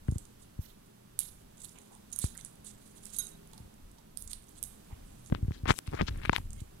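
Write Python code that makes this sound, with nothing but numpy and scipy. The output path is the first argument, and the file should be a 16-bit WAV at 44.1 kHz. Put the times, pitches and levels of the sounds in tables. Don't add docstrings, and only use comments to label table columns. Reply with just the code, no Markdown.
import sys
import numpy as np
from scipy import signal
from scipy.fft import rfft, irfft, next_fast_len
from scipy.io import wavfile
from scipy.ndimage import uniform_filter1d, map_coordinates

SR = 44100
rng = np.random.default_rng(int(sys.argv[2]) if len(sys.argv) > 2 else 0)


def gain_from_db(level_db):
    decades = np.asarray(level_db, float) / 20
    return 10 ** decades


def put_to_file(sound):
    columns = np.atleast_2d(sound).T
    safe = np.clip(columns, -1, 1)
    whole_steps = np.round(safe * 32767)
    wavfile.write(sys.argv[1], SR, whole_steps.astype(np.int16))


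N = 299880

# (frequency [Hz], density [dB per Hz])
AIR_COLOUR = [(53, -23), (90, -10), (213, -2.5), (259, -8), (729, -16.5), (1690, -23.5), (2010, -25.5),
              (3450, -25), (5310, -28), (10400, -29), (13400, -31), (16000, -37.5)]
ROOM_LIKENESS = [(60, 1), (300, 1), (700, 0.7), (1400, 0.13), (3000, 0), (15000, 0.32)]
# (frequency [Hz], left minus right [dB])
ROOM_TILT = [(100, -1), (380, -0.5), (700, -5.5), (2380, -3.5), (4400, -0.5), (8120, -6), (15000, -11.5)]
# (frequency [Hz], width [Hz], level [dB])
FAN_HUM = [(121.2, 10, -68.5), (162.85, 3.9, -69.5), (209.8, 7.7, -70.5), (300, 7.8, -78),
           (403.6, 6.4, -74)]
# (frequency [Hz], level [dB rms])
FAN_WHINE = [(6002, -82), (8000, -80.5), (10002, -79), (11946, -83)]

# (time [s], level [dB])
SWAY_LEVEL = [
    (0.0, -54),
    (0.3, -59.5),
    (1.68, -63),
    (5.34, -59.5),
    (5.47, -58),
    (5.93, -87),
    (6.1, -41.5),
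    (6.8, -56),
]
# (frequency [Hz], level [dB])
SWAY_COLOUR = [(8, -1.0), (25, 10), (60, 2.5), (110, -2.0), (200, -57)]
# (time [s], level [dB])
GRIP_STROKES = [
    [(5.3, -38.5), (5.506, -48.5), (5.75, -47)],
    [(5.87, -52), (6.152, -40), (6.68, -61)],
]
# (frequency [Hz], level [dB])
GRIP_COLOUR = [(15, -32.0), (40, 1.5), (120, -20.0), (300, -14.5), (700, -33.0), (1500, -90)]
# (time [s], peak [dB], pitch [Hz], t60 [s])
FINGER_SLIPS = [(0.0836, -34, 1600, 0.0037), (2.2414, -25.5, 1050, 0.0016), (5.3228, -28, 766, 0.021),
                (5.349, -14.5, 1250, 0.00027), (5.5196, -31.5, 2100, 0.0023), (5.656, -20.5, 1820, 0.00056),
                (5.6584, -17, 860, 0.0017), (5.685, -21, 2210, 0.002), (5.6945, -16, 2420, 0.0013),
                (5.7095, -10, 2220, 0.002), (5.6626, -21, 1330, 0.00033), (5.6898, -8.5, 1780, 0.00052),
                (5.693, -12, 1510, 0.0033), (5.6982, -9, 1000, 0.0036), (5.702, -17, 1750, 0.0065),
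                (5.7064, 2, 1320, 0.0012), (5.7105, -11, 3040, 0.0016), (5.719, -14.5, 1460, 0.00064),
                (5.7395, -28, 1300, 0.001), (5.7888, -11.5, 3500, 0.000083), (5.7885, -14, 10100, 0.003),
                (5.36, -38, 1800, 0.0017), (5.8765, -26.5, 3840, 0.00024), (6, -21, 1180, 0.0011),
                (6.0165, -14.5, 2060, 0.00086), (5.95, -36, 5770, 0.002), (5.9504, -28, 1300, 0.002),
                (6.084, -15.5, 2176, 0.00035), (6.09, -26, 3500, 0.0029), (6.11, -37, 2506, 0.001),
                (6.148, -39, 1600, 0.001), (6.159, -33, 1200, 0.00078), (6.217, -33, 1800, 0.0023),
                (6.282, -34, 3000, 0.001), (6.353, -24, 2200, 0.002), (6.357, -22, 2400, 0.002),
                (6.379, -24, 2200, 0.001), (6.4145, -43, 1510, 0.00077), (6.011, -12.5, 2370, 0.0024),
                (6.2952, -11, 2500, 0.0016), (6.24, -42, 6000, 0.0004), (6.383, -25, 4500, 0.0005),
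                (6.252, -15, 1640, 0.0013), (6.257, -16.5, 2430, 0.0032), (6.295, -2.5, 1290, 0.0018),
                (6.331, -11.5, 2000, 0.00098), (6.3326, -14, 940, 0.013), (6.3629, -10.5, 2150, 0.0029),
                (6.363, -12, 3330, 0.0022), (6.383, -24.5, 910, 0.0088)]
# (time [s], peak [dB], pitch [Hz])
NAIL_TICKS = [(5.3235, -26, 1900), (5.349, -25.5, 3460), (5.449, -42, 1504), (5.481, -41, 2200),
              (5.508, -39, 1500), (5.678, -30, 5500), (5.686, -25, 4500), (5.694, -19, 4500),
              (5.698, -15, 4200), (5.7045, -21, 5500), (5.716, -21, 5000), (5.72, -23, 7000),
              (5.725, -32, 9000), (5.74, -35, 10000), (5.753, -42, 10000), (5.871, -34, 9500),
              (5.914, -44, 4200), (5.9145, -39, 9500), (5.965, -41, 6500), (6.0175, -22.5, 4500),
              (6.252, -36, 6500), (6.3345, -27, 3500), (6.3795, -33, 3500)]
# (start [s], slips [count], gap [ms], peak [dB], pitch [Hz])
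SKIN_CREAKS = [
    (5.681, 2, 5.4, -15.5, 1800),
    (5.785, 1, 4, -24, 10000),
    (5.9192, 5, 8.9, -28.5, 1190),
    (5.9896, 14, 1.6, -24, 1330),
    (5.967, 3, 5.5, -35, 1700),
    (6.0946, 1, 4, -34, 1690),
    (6.344, 4, 5, -26, 2420),
]
# (start [s], peak [s], end [s], level [dB], centre [Hz])
SKIN_RUBS = [(5.335, 5.349, 5.44, -42, 2050), (5.505, 5.545, 5.7, -46, 3500),
             (5.665, 5.706, 5.745, -18, 2000), (5.676, 5.706, 5.745, -26.5, 5570),
             (5.72, 5.787, 5.81, -36.5, 7500), (5.855, 5.872, 6.06, -46, 2500),
             (5.95, 5.978, 6.04, -32.5, 1490), (5.91, 5.95, 6.2, -45.5, 3800),
             (6.15, 6.185, 6.34, -44.5, 1470), (5.982, 6.008, 6.055, -27, 1700),
             (6.02, 6.024, 6.7, -50, 2900), (6.064, 6.084, 6.11, -28.5, 3230),
             (6.08, 6.09, 6.105, -28, 3000), (6.01, 6.022, 6.07, -39, 3000), (6.1, 6.108, 7.1, -54.5, 1740),
             (6.21, 6.255, 6.33, -31, 2220), (6.3, 6.33, 6.46, -38, 2610), (6.335, 6.35, 6.42, -31.5, 2500)]
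# (time [s], level [dB], rise [ms])
SHELL_PRESSES = [(0.086, -9, 2.06), (0.101, -18.5, 3.1), (0.122, -15.5, 1.9), (0.1584, -16, 2.5),
                 (3.623, -34, 6.4), (3.653, -28.5, 8.1), (4.926, -14, 13.7), (5.3259, -10, 0.41),
                 (5.4281, -5, 7.4), (5.4472, -11, 7.3), (5.4818, -11, 3.4), (5.5086, -17.5, 1.2),
                 (5.6347, -11.5, 6.3), (5.675, -10, 8.9), (5.704, -8, 1.76), (5.7085, -9.5, 0.45),
                 (5.8805, -13, 6.7), (5.921, -30, 0.57), (5.929, -25, 0.35), (5.9347, -17.5, 0.2),
                 (5.9416, -17.5, 0.42), (5.9441, -17, 0.39), (6.0023, -17, 7.2), (6.012, -18, 4.6),
                 (6.0193, -13.5, 0.97), (6.0248, -13.5, 0.64), (6.038, -20, 5.6), (6.0852, -16.5, 4.9),
                 (6.1, -8, 25), (6.171, -16.5, 8), (6.2745, -23, 2.6), (6.2968, -14, 0.74),
                 (6.327, -22.5, 0.88)]
# (time [s], level [dB], rise [ms])
SHELL_RELEASES = [(0.5903, -15.5, 3.5), (2.2416, -11, 2.7), (2.592, -38.5, 3.06), (3.603, -33, 1.9),
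                  (5.3217, -10, 8.9), (5.323, -10.5, 1.15), (5.3565, -25, 2.3), (5.691, -17.5, 0.49),
                  (5.699, -19, 10), (5.708, -13, 0.55), (5.714, -16.5, 6.1), (6.011, -8.5, 0.28),
                  (6.011, -20, 11), (6.0308, -17.5, 2.2), (6.1087, -7.5, 13.4), (6.156, -30, 7.1),
                  (6.239, -20.5, 6), (6.2936, -3, 10.4), (6.295, -10.5, 0.92), (6.38, -26.5, 2.6),
                  (6.4, -25.5, 3), (6.507, -27.5, 4.5), (6.571, -23.5, 7.7), (6.6171, -20.5, 3.6)]
# (frequency [Hz], right against left [dB])
HAND_SHADE = [(150, -0.5), (300, -3.5), (600, -5.5), (1300, -12.5), (2400, -17), (12000, -35)]

# (start [s], peak [s], end [s], level [dB])
CRUMB_RUSTLES = [(0.045, 0.13, 0.37, -50.5), (0.182, 0.186, 0.25, -49), (0.395, 0.42, 0.48, -48),
                 (0.855, 0.873, 0.88, -49.5), (1.351, 1.44, 1.44, -49.5), (1.569, 1.616, 1.62, -45.5),
                 (1.631, 1.64, 1.86, -42), (1.777, 1.82, 2, -52), (1.918, 1.926, 2.06, -49.5),
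                 (2.116, 2.125, 1.85, -31), (2.154, 2.163, 2.13, -31), (2.2, 2.22, 2.37, -32),
                 (2.375, 2.4, 2.5, -43), (2.447, 2.46, 2.58, -46), (2.643, 2.68, 2.78, -36.5),
                 (2.774, 2.852, 3.14, -50.5), (2.948, 2.97, 3.05, -44), (3.021, 3.058, 3.43, -43.5),
                 (3.12, 3.14, 3.22, -35.5), (3.187, 3.2, 3.36, -35), (1.19, 1.22, 1.38, -38),
                 (3.575, 3.585, 3.8, -58), (4.295, 4.3, 4.38, -37), (4.462, 4.6, 4.6, -53),
                 (4.563, 4.591, 4.65, -47.5), (4.618, 4.5, 5.04, -45), (5.039, 5.27, 5.4, -53),
                 (5.923, 5.7, 6.2, -51), (6.444, 6.495, 6.47, -41), (6.551, 6.5, 6.65, -44)]
# (start [s], peak [s], end [s], level [dB], centre [Hz])
DUST_SIFTS = [
    (1.2, 1.23, 1.27, -47, 4500),
    (2.2, 2.23, 2.43, -42, 4500),
    (3.19, 3.21, 3.26, -48, 6000),
    (4.175, 4.205, 4.3, -41, 12500),
    (6.24, 6.255, 6.28, -46, 11000),
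    (6.333, 6.35, 6.28, -38.5, 11500),
    (6.365, 6.378, 5.7, -52, 11000),
    (6.333, 6.35, 6.375, -40, 5500),
]
# (peak time [s], level [dB], centre [Hz])
BIRD_SHUFFLES = [(0.63, -42, 14800), (0.64, -45, 14200), (7.3, -48, 11600), (1.65, -48, 12000),
                 (6.589, -54, 14000), (0.65, -48.5, 3300), (1.215, -45, 5000), (1.21, -49, 15000),
                 (1.25, -52, 4400), (0.64, -51.5, 4400), (3.2, -43.5, 6500), (4.93, -51, 2500),
                 (1.78, -50, 2800), (1.76, -48.5, 990), (1.93, -45, 910), (2.37, -47.5, 1800),
                 (4.927, -45, 860), (6.592, -49.5, 2700)]
# (time [s], peak [dB])
FLAKE_CRACKS = [(0.1132, -29.5), (0.1823, -21.5), (0.2528, -31.5), (0.6285, -50), (1.1903, -6),
                (1.1982, -12.5), (1.232, -26), (1.6458, -24), (1.693, -31), (1.7866, -29.5), (1.815, -38.5),
                (2.1328, -35), (2.1613, -14.5), (2.1888, -5.5), (2.2425, -16), (2.2638, -20),
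                (2.376, -21.5), (2.4484, -18), (3.0548, -20.5), (3.1859, -8.5), (3.269, -22), (4.3137, -24),
                (4.6372, -16), (5.2607, -33), (6.2562, -35), (6.5051, -29), (6.5309, -27)]
# (time [s], peak [dB])
BEAK_SNAPS = [(0.6372, -54), (1.2045, -10), (1.2141, -36), (1.951, -33.5), (2.2476, -16), (2.3709, -26),
              (3.066, -24), (3.474, -36.5), (3.515, -43), (3.534, -32.5), (3.741, -40), (3.915, -35.5),
              (4.1826, -29), (4.223, -20), (4.2759, -25.5), (4.3325, -19), (4.4895, -33), (4.6284, -11),
              (6.175, -35), (6.218, -38), (6.3305, -31), (6.3635, -23), (6.3822, -31)]
# (time [s], peak [dB], centre [Hz])
FLAKE_CRUNCHES = [(1.6034, -31.5, 7900), (1.6163, -28.5, 7800), (2.125, -24, 9700), (2.128, -21, 6900),
                  (2.215, -20.5, 8150), (2.218, -37, 11200), (2.665, -27.5, 8060), (3.134, -29.5, 9800),
                  (3.1422, -29, 7500), (3.1624, -22, 9400), (3.194, -22, 9700), (4.274, -28.5, 7860),
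                  (4.3074, -25.5, 8700), (4.330, -26.5, 9200), (4.6502, -33, 7800), (6.6028, -30.5, 7830),
                  (3.531, -34.5, 900), (3.577, -40, 900), (3.983, -37.5, 900)]
# (time [s], peak [dB],
# centre [Hz])
CRUMB_TICKS = [(2.103, -39, 8210), (2.117, -32, 7500), (2.154, -36, 10450), (2.195, -18, 10000),
               (2.199, -28, 5450), (2.272, -27, 6800), (2.329, -45, 11000), (2.350, -32.5, 12100),
               (2.410, -29, 6460), (2.458, -37, 9400), (2.556, -40, 9400), (2.647, -44, 8000),
               (3.032, -38, 9200), (3.040, -42, 9500), (3.050, -31, 10600), (3.094, -36, 5560),
               (3.102, -31, 8500), (3.175, -27, 9450), (3.189, -12, 10600), (3.331, -50, 8400),
               (3.543, -42, 8800), (3.548, -45, 8800), (3.578, -35.5, 9700), (3.579, -34.5, 4800),
               (3.535, -38, 3500), (4.168, -42, 6950), (4.1727, -11, 9160), (1.58, -35, 7000),
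               (1.73, -44, 9500), (4.205, -39, 9000), (4.295, -39, 8500), (4.315, -30, 4500),
               (4.328, -28, 10600), (4.332, -21, 4430), (4.423, -41, 9000), (4.432, -43, 9470),
               (4.441, -41, 8500), (4.470, -42, 9500), (4.484, -40, 6490), (4.493, -37, 11100),
               (5.870, -33, 9000), (6.252, -37, 10500), (6.330, -22, 6000), (6.351, -30, 13500),
               (6.362, -26, 12000), (6.379, -35, 10500)]
# (time [s], level [dB], mode the spot favours [Hz], lift [dB])
BOWL_CHINKS = [
    (2.128, -54, 3834, 6),
    (2.156, -50, 3834, 7),
    (2.165, -55, 9733, 10),
    (2.247, -50, 9733, 10),
    (2.248, -54, 3834, 8),
    (3.136, -52, 3834, 6),
    (3.166, -49, 6525, 5),
    (3.186, -28.5, 3834, 4),
    (4.637, -54, 3834, 7),
    (6.578, -63, 2700, 30),
]
# (frequency [Hz], level [dB], t60 [s], beating [per s])
BOWL_MODES = [(1468, -24, 0.4, 3), (2150, -29, 0.2, 4), (3250, -27, 0.2, 6), (3834, -16, 0.45, 4.4),
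              (6525, -1, 0.21, 12.5), (8947, -8, 0.2, 14), (9733, -8, 0.17, 11), (10633, -4, 0.2, 17),
              (11210, -12, 0.17, 20), (11600, -10, 0.17, 21), (11900, -10, 0.17, 15)]
# (frequency [Hz], width [Hz], level [dB])
BOWL_HOLLOW = [(3820, 770, -7.5), (6500, 1100, -7.5), (8400, 740, -12), (10020, 2770, -3)]
# (frequency [Hz], t60 [s])
ROOM_DECAY = [(1000, 0.93), (5000, 0.26), (10000, 0.32), (15000, 0.41)]
# (frequency [Hz], left against right [dB])
BIRD_SHADE = [(300, 10.5), (700, -40), (2400, -9), (4400, -23.5), (8000, -41), (15000, -40)]

PORT_LAG_S = 26 / 44100
SNAP_T60_S, CRACK_T60_S, CRUNCH_T60_S, TICK_T60_S = 0.0023, 0.0071, 0.021, 0.0033
SHARP_RISE_S, TICK_RISE_S, CRUNCH_RISE_S = 0.0001, 0.00033, 0.0014
SNAP_HZ, CRACK_HZ = 9700, 8630
BRIGHTER_HZ_PER_DB, PITCH_SCATTER = 71, 0.031
SHARP_EDGE, SOFT_EDGE = 1.526, 1.22


def unit(x):
    return x / np.sqrt(np.mean(x ** 2) + 1e-20)


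def along(points, hz):
    f, v = np.transpose(points)
    return np.interp(np.log(hz + 1), np.log(f + 1), v)


def curve(rows, column):
    rows = np.array(rows)
    return np.interp(np.arange(N) / SR, rows[:, 0], rows[:, column], -120, -120)


def wobble(rate):
    knots = rng.standard_normal(int(N * rate / SR) + 4)
    return map_coordinates(knots, [np.arange(N) * rate / SR])


def filtered(x, response):
    m = next_fast_len(N + SR // 2)
    return irfft(rfft(x, m) * response(np.fft.rfftfreq(m, 1 / SR)), m)[..., :N]


def peak(f, hz, width_hz):
    return 1j * f * width_hz / (hz * hz - f * f + 1j * f * width_hz + 1e-9)


def hump(f, hz, breadth, edge):
    u = f / (edge * hz)
    return peak(f, hz, breadth * hz) ** 2 / (1 - u * u + 1.2j * u) ** 4


def add(track, s, sound):
    track[round(s * SR):][:len(sound)] += sound


def gritty(spectrum, spread_db, clump_db, rate):
    sizes = gain_from_db(spread_db * rng.exponential(size=N) + clump_db * wobble(rate))
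    return unit(filtered(sizes * rng.standard_normal(N), lambda f: gain_from_db(along(spectrum, f))))


def patchy(x, depth_db, bands, steps):
    z = signal.stft(x, nperseg=128)[2]
    field = uniform_filter1d(rng.standard_normal(z.shape), size=bands, axis=0)
    field = uniform_filter1d(field, size=steps, axis=1)
    gain = gain_from_db(depth_db * unit(field) - depth_db ** 2 / 9)
    return signal.istft(z * gain, nperseg=128)[1][:N]


def swells(rows, breadth, edge, skirt, spread_db, rise_db, fall_db, clump_db, patch_db):
    track = np.zeros(N + SR)
    clumps = np.pad(clump_db * wobble(70), (0, SR))
    after = np.arange(16384) / SR
    f = np.fft.rfftfreq(len(after), 1 / SR)
    for start, top, end, db, hz in rows:
        t = start + after
        sizes = gain_from_db(spread_db * np.minimum(rng.exponential(size=len(t)), 5))
        colour = hump(f, hz, breadth, edge) + skirt * hump(f, 0.543 * hz, 1.0, 2.03)
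        grains = unit(irfft(rfft(sizes * rng.standard_normal(len(t))) * colour))
        shape_db = np.interp(t, [start, top, end], [rise_db, 0, fall_db])
        shape_db = shape_db + clumps[round(start * SR):][:len(t)]
        fade = np.clip(np.minimum(after / 0.0045, (end - t) / 0.018), 0, 1)
        add(track, start, grains * gain_from_db(db + shape_db) * fade)
    return patchy(track[:N], patch_db, bands=3, steps=7)


def far_port(x, shade, lag):
    def response(f):
        log_gain = np.log(gain_from_db(along(shade, f)))
        mirrored = np.r_[log_gain, log_gain[-2:0:-1]]
        phase = -signal.hilbert(mirrored).imag[:len(f)]
        return np.exp(log_gain + 1j * phase - 2j * np.pi * f * lag)
    return filtered(x, response)


def background():
    def ports(f):
        turn = np.arccos(np.clip(along(ROOM_LIKENESS, f), -1, 1)) / 2
        return np.array([np.cos(turn), np.sin(turn)])
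    white = rng.standard_normal((2, N))
    air = gain_from_db(-58.5) * unit(filtered(white, lambda f: gain_from_db(along(AIR_COLOUR, f))))
    hum = sum(gain_from_db(db) * unit(filtered(white, lambda f: peak(f, hz, w) ** 2)) for hz, w, db in FAN_HUM)
    mid, side = filtered(air + hum, ports)
    t = np.arange(N) / SR
    whine = sum(gain_from_db(db + 0.52 * wobble(2.3)) * np.sin(2 * np.pi * hz * t) for hz, db in FAN_WHINE)
    left_tilt = [(hz, db / 2) for hz, db in ROOM_TILT]
    right_tilt = [(hz, -db / 2) for hz, db in ROOM_TILT]
    left = far_port(mid + side + 0.25 * whine, left_tilt, 1.07 * PORT_LAG_S)
    right = far_port(mid - side + whine, right_tilt, 0)
    return gain_from_db(1.04 * wobble(2.166)) * np.array([left, right])


def sway():
    rumble = gritty(SWAY_COLOUR, spread_db=2.5, clump_db=3.5, rate=6.5)
    return gain_from_db(curve(SWAY_LEVEL, column=1) + 2.5) * rumble


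def rustles():
    crumbs = [(*row, 8570) for row in CRUMB_RUSTLES]
    shuffles = [(s - 0.03, s, s + 0.13, db, hz) for s, db, hz in BIRD_SHUFFLES]
    return gain_from_db(-5) * swells(DUST_SIFTS + crumbs + shuffles, breadth=1.0, edge=1.31, skirt=0.39, spread_db=4.0,
                            rise_db=-7.5, fall_db=-24.0, clump_db=3, patch_db=3.5)


def slips():
    track, t = np.zeros(N + SR), np.arange(2048) / SR
    f = np.fft.rfftfreq(len(t), 1 / SR)
    nails = [(*row, 0.0013) for row in NAIL_TICKS]  # t60, s
    for s, db, hz, t60 in FINGER_SLIPS + creaks() + nails:
        ring = -np.sin(2 * np.pi * hz * t) * gain_from_db(-60 * t / t60) * (1 - np.exp(-6.5 * hz * t)) ** 2
        ring = irfft(rfft(ring) / (1 + 1j * f / (2.8 * hz)) ** 3)
        edge = rng.standard_normal(len(t)) * gain_from_db(-60 * t / (1.86 * t60))
        colour = hump(f, 1.53 * hz, 0.85, 2.15) + 0.00003 / t60 * hump(f, 10800, 0.34, 0.56)
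        edge = irfft(rfft(edge) * colour)
        snap = 0.64 * ring / np.abs(ring).max() + 0.11 * edge / np.abs(edge).max()
        add(track, s, gain_from_db(db + 2.5) * snap)
    return track[:N]


def bumps():
    track, t = np.zeros(N + SR), np.arange(16384) / SR
    presses = [(*row, -1) for row in SHELL_PRESSES]
    releases = [(*row, 1) for row in SHELL_RELEASES]
    for s, db, rise_ms, way in presses + releases:
        u = 1000 * t / rise_ms
        add(track, s, way * gain_from_db(db) * u * np.exp(1 - u) * (1 - np.exp(-6 * u)))

    def bass_cut(f):
        highpass = 1j * f / 90 * 1j * f / (1j * f + 45)
        return peak(f, 83.6, 64.4) * highpass / (1 + 1j * f / 4000) ** 2
    return filtered(track[:N], bass_cut)


def bites():
    sharp = []
    for rows, centre, t60 in [(BEAK_SNAPS, SNAP_HZ, SNAP_T60_S), (FLAKE_CRACKS, CRACK_HZ, CRACK_T60_S)]:
        for s, db in rows:
            hz = centre + BRIGHTER_HZ_PER_DB * (db + 21.5)
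            hz = hz * (1 + PITCH_SCATTER * rng.standard_normal())
            sharp.append((s, db, hz, t60, SHARP_RISE_S))
    ticks = [(*row, TICK_T60_S, TICK_RISE_S) for row in CRUMB_TICKS]
    crunches = [(*row, CRUNCH_T60_S, CRUNCH_RISE_S) for row in FLAKE_CRUNCHES]
    return sharp + ticks + crunches


def beak():
    track, t = np.zeros(N + SR), np.arange(2048) / SR
    f = np.fft.rfftfreq(len(t), 1 / SR)
    body = 0.14 * peak(f, 4080, 5100) ** 2
    jaw = gain_from_db(-20) * peak(f, 1400, 1500)
    for s, db, hz, t60, rise in bites():
        burst = rng.standard_normal(len(t)) * gain_from_db(-60 * t / (1.44 * t60)) * (1 - np.exp(-t / rise))
        if rise > SHARP_RISE_S:
            flake = hump(f, hz, 0.48, SOFT_EDGE) + 0.65 * 3 * peak(f, hz, 0.036 * hz)
        else:
            flake = hump(f, hz, 0.48, SHARP_EDGE)
        burst = irfft(rfft(burst) * (flake + body + jaw))
        add(track, s, gain_from_db(db - 2.5) * burst / np.abs(burst).max())
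    return track[:N]


def room(x):
    wet = np.zeros(N + SR)
    for start in range(0, N, SR // 3):
        hz, t, z = signal.stft(rng.standard_normal(SR // 2), SR, nperseg=256)
        decay = gain_from_db(-60 * t / along(ROOM_DECAY, hz)[:, None])
        tail = signal.istft(z * decay, SR, nperseg=256)[1]
        echo = signal.fftconvolve(x[start:start + SR // 3], tail / np.linalg.norm(tail))
        add(wet, start / SR + .004, echo)
    return wet[:N]


def bowl():
    track, t = np.zeros(N + SR), np.arange(SR // 5) / SR
    settle = np.clip((0.19 - t) / .02, 0, 1)
    for s, db, favoured, lift_db in BOWL_CHINKS:
        for hz, level, t60, beat in BOWL_MODES:
            pair = np.sin(2 * np.pi * hz * t) + 0.9 * np.sin(2 * np.pi * (hz + beat) * t)
            lift = lift_db * (abs(hz - favoured) < 560)
            fading = gain_from_db(db + level + lift + rng.normal(0, 1) - 60 * t / t60)
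            add(track, s, fading * pair * (1 - np.exp(-t / 0.00031)) * settle)
    return patchy(track[:N], 4, bands=5, steps=4)


def grip():
    strokes = sum(gain_from_db(curve(stroke, column=1)) for stroke in GRIP_STROKES)
    return gain_from_db(-2) * strokes * gritty(GRIP_COLOUR, spread_db=4.0, clump_db=-2.5, rate=63)


def rubbing():
    return gain_from_db(-5.5) * swells(SKIN_RUBS, breadth=1.42, edge=2.42, skirt=1.28, spread_db=5.5,
                              rise_db=-18.0, fall_db=-39, clump_db=1.25, patch_db=3)


def creaks():
    rows = []
    for s, count, gap_ms, db, hz in SKIN_CREAKS:
        for k in range(round(count)):
            uneven_db = db + 2.5 * rng.standard_normal()
            rows.append((s + k * gap_ms / 1000, uneven_db, hz, 0.67 / hz))
    return rows


def hand():
    near = sway() + slips() + bumps() + grip() + rubbing()
    return np.array([near, far_port(near, HAND_SHADE, 0.84 * PORT_LAG_S)])


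def bird():
    hits, ring = beak(), bowl()
    near = hits + ring + gain_from_db(-7.5) * room(hits + 0.34 * ring) + rustles()

    def hollow(f):
        return 0.64 + sum(gain_from_db(db) * peak(f, hz, w) for hz, w, db in BOWL_HOLLOW)
    near = gain_from_db(-3) * filtered(near, hollow)
    return np.array([far_port(near, BIRD_SHADE, 0.877 * PORT_LAG_S), near])


def scene():
    return background() + hand() + bird()


def low_pass(x):
    return signal.sosfilt(signal.butter(12, 16510, fs=SR, output="sos"), x)


def record(dry):
    soft = dry / (1 + np.abs(dry / .95) ** 6) ** (1 / 6)
    mix = filtered(soft, lambda f: 1 / (1 + (f / 15900) ** 100))
    return low_pass(mix)


dry = scene()
out = record(dry)
put_to_file(out)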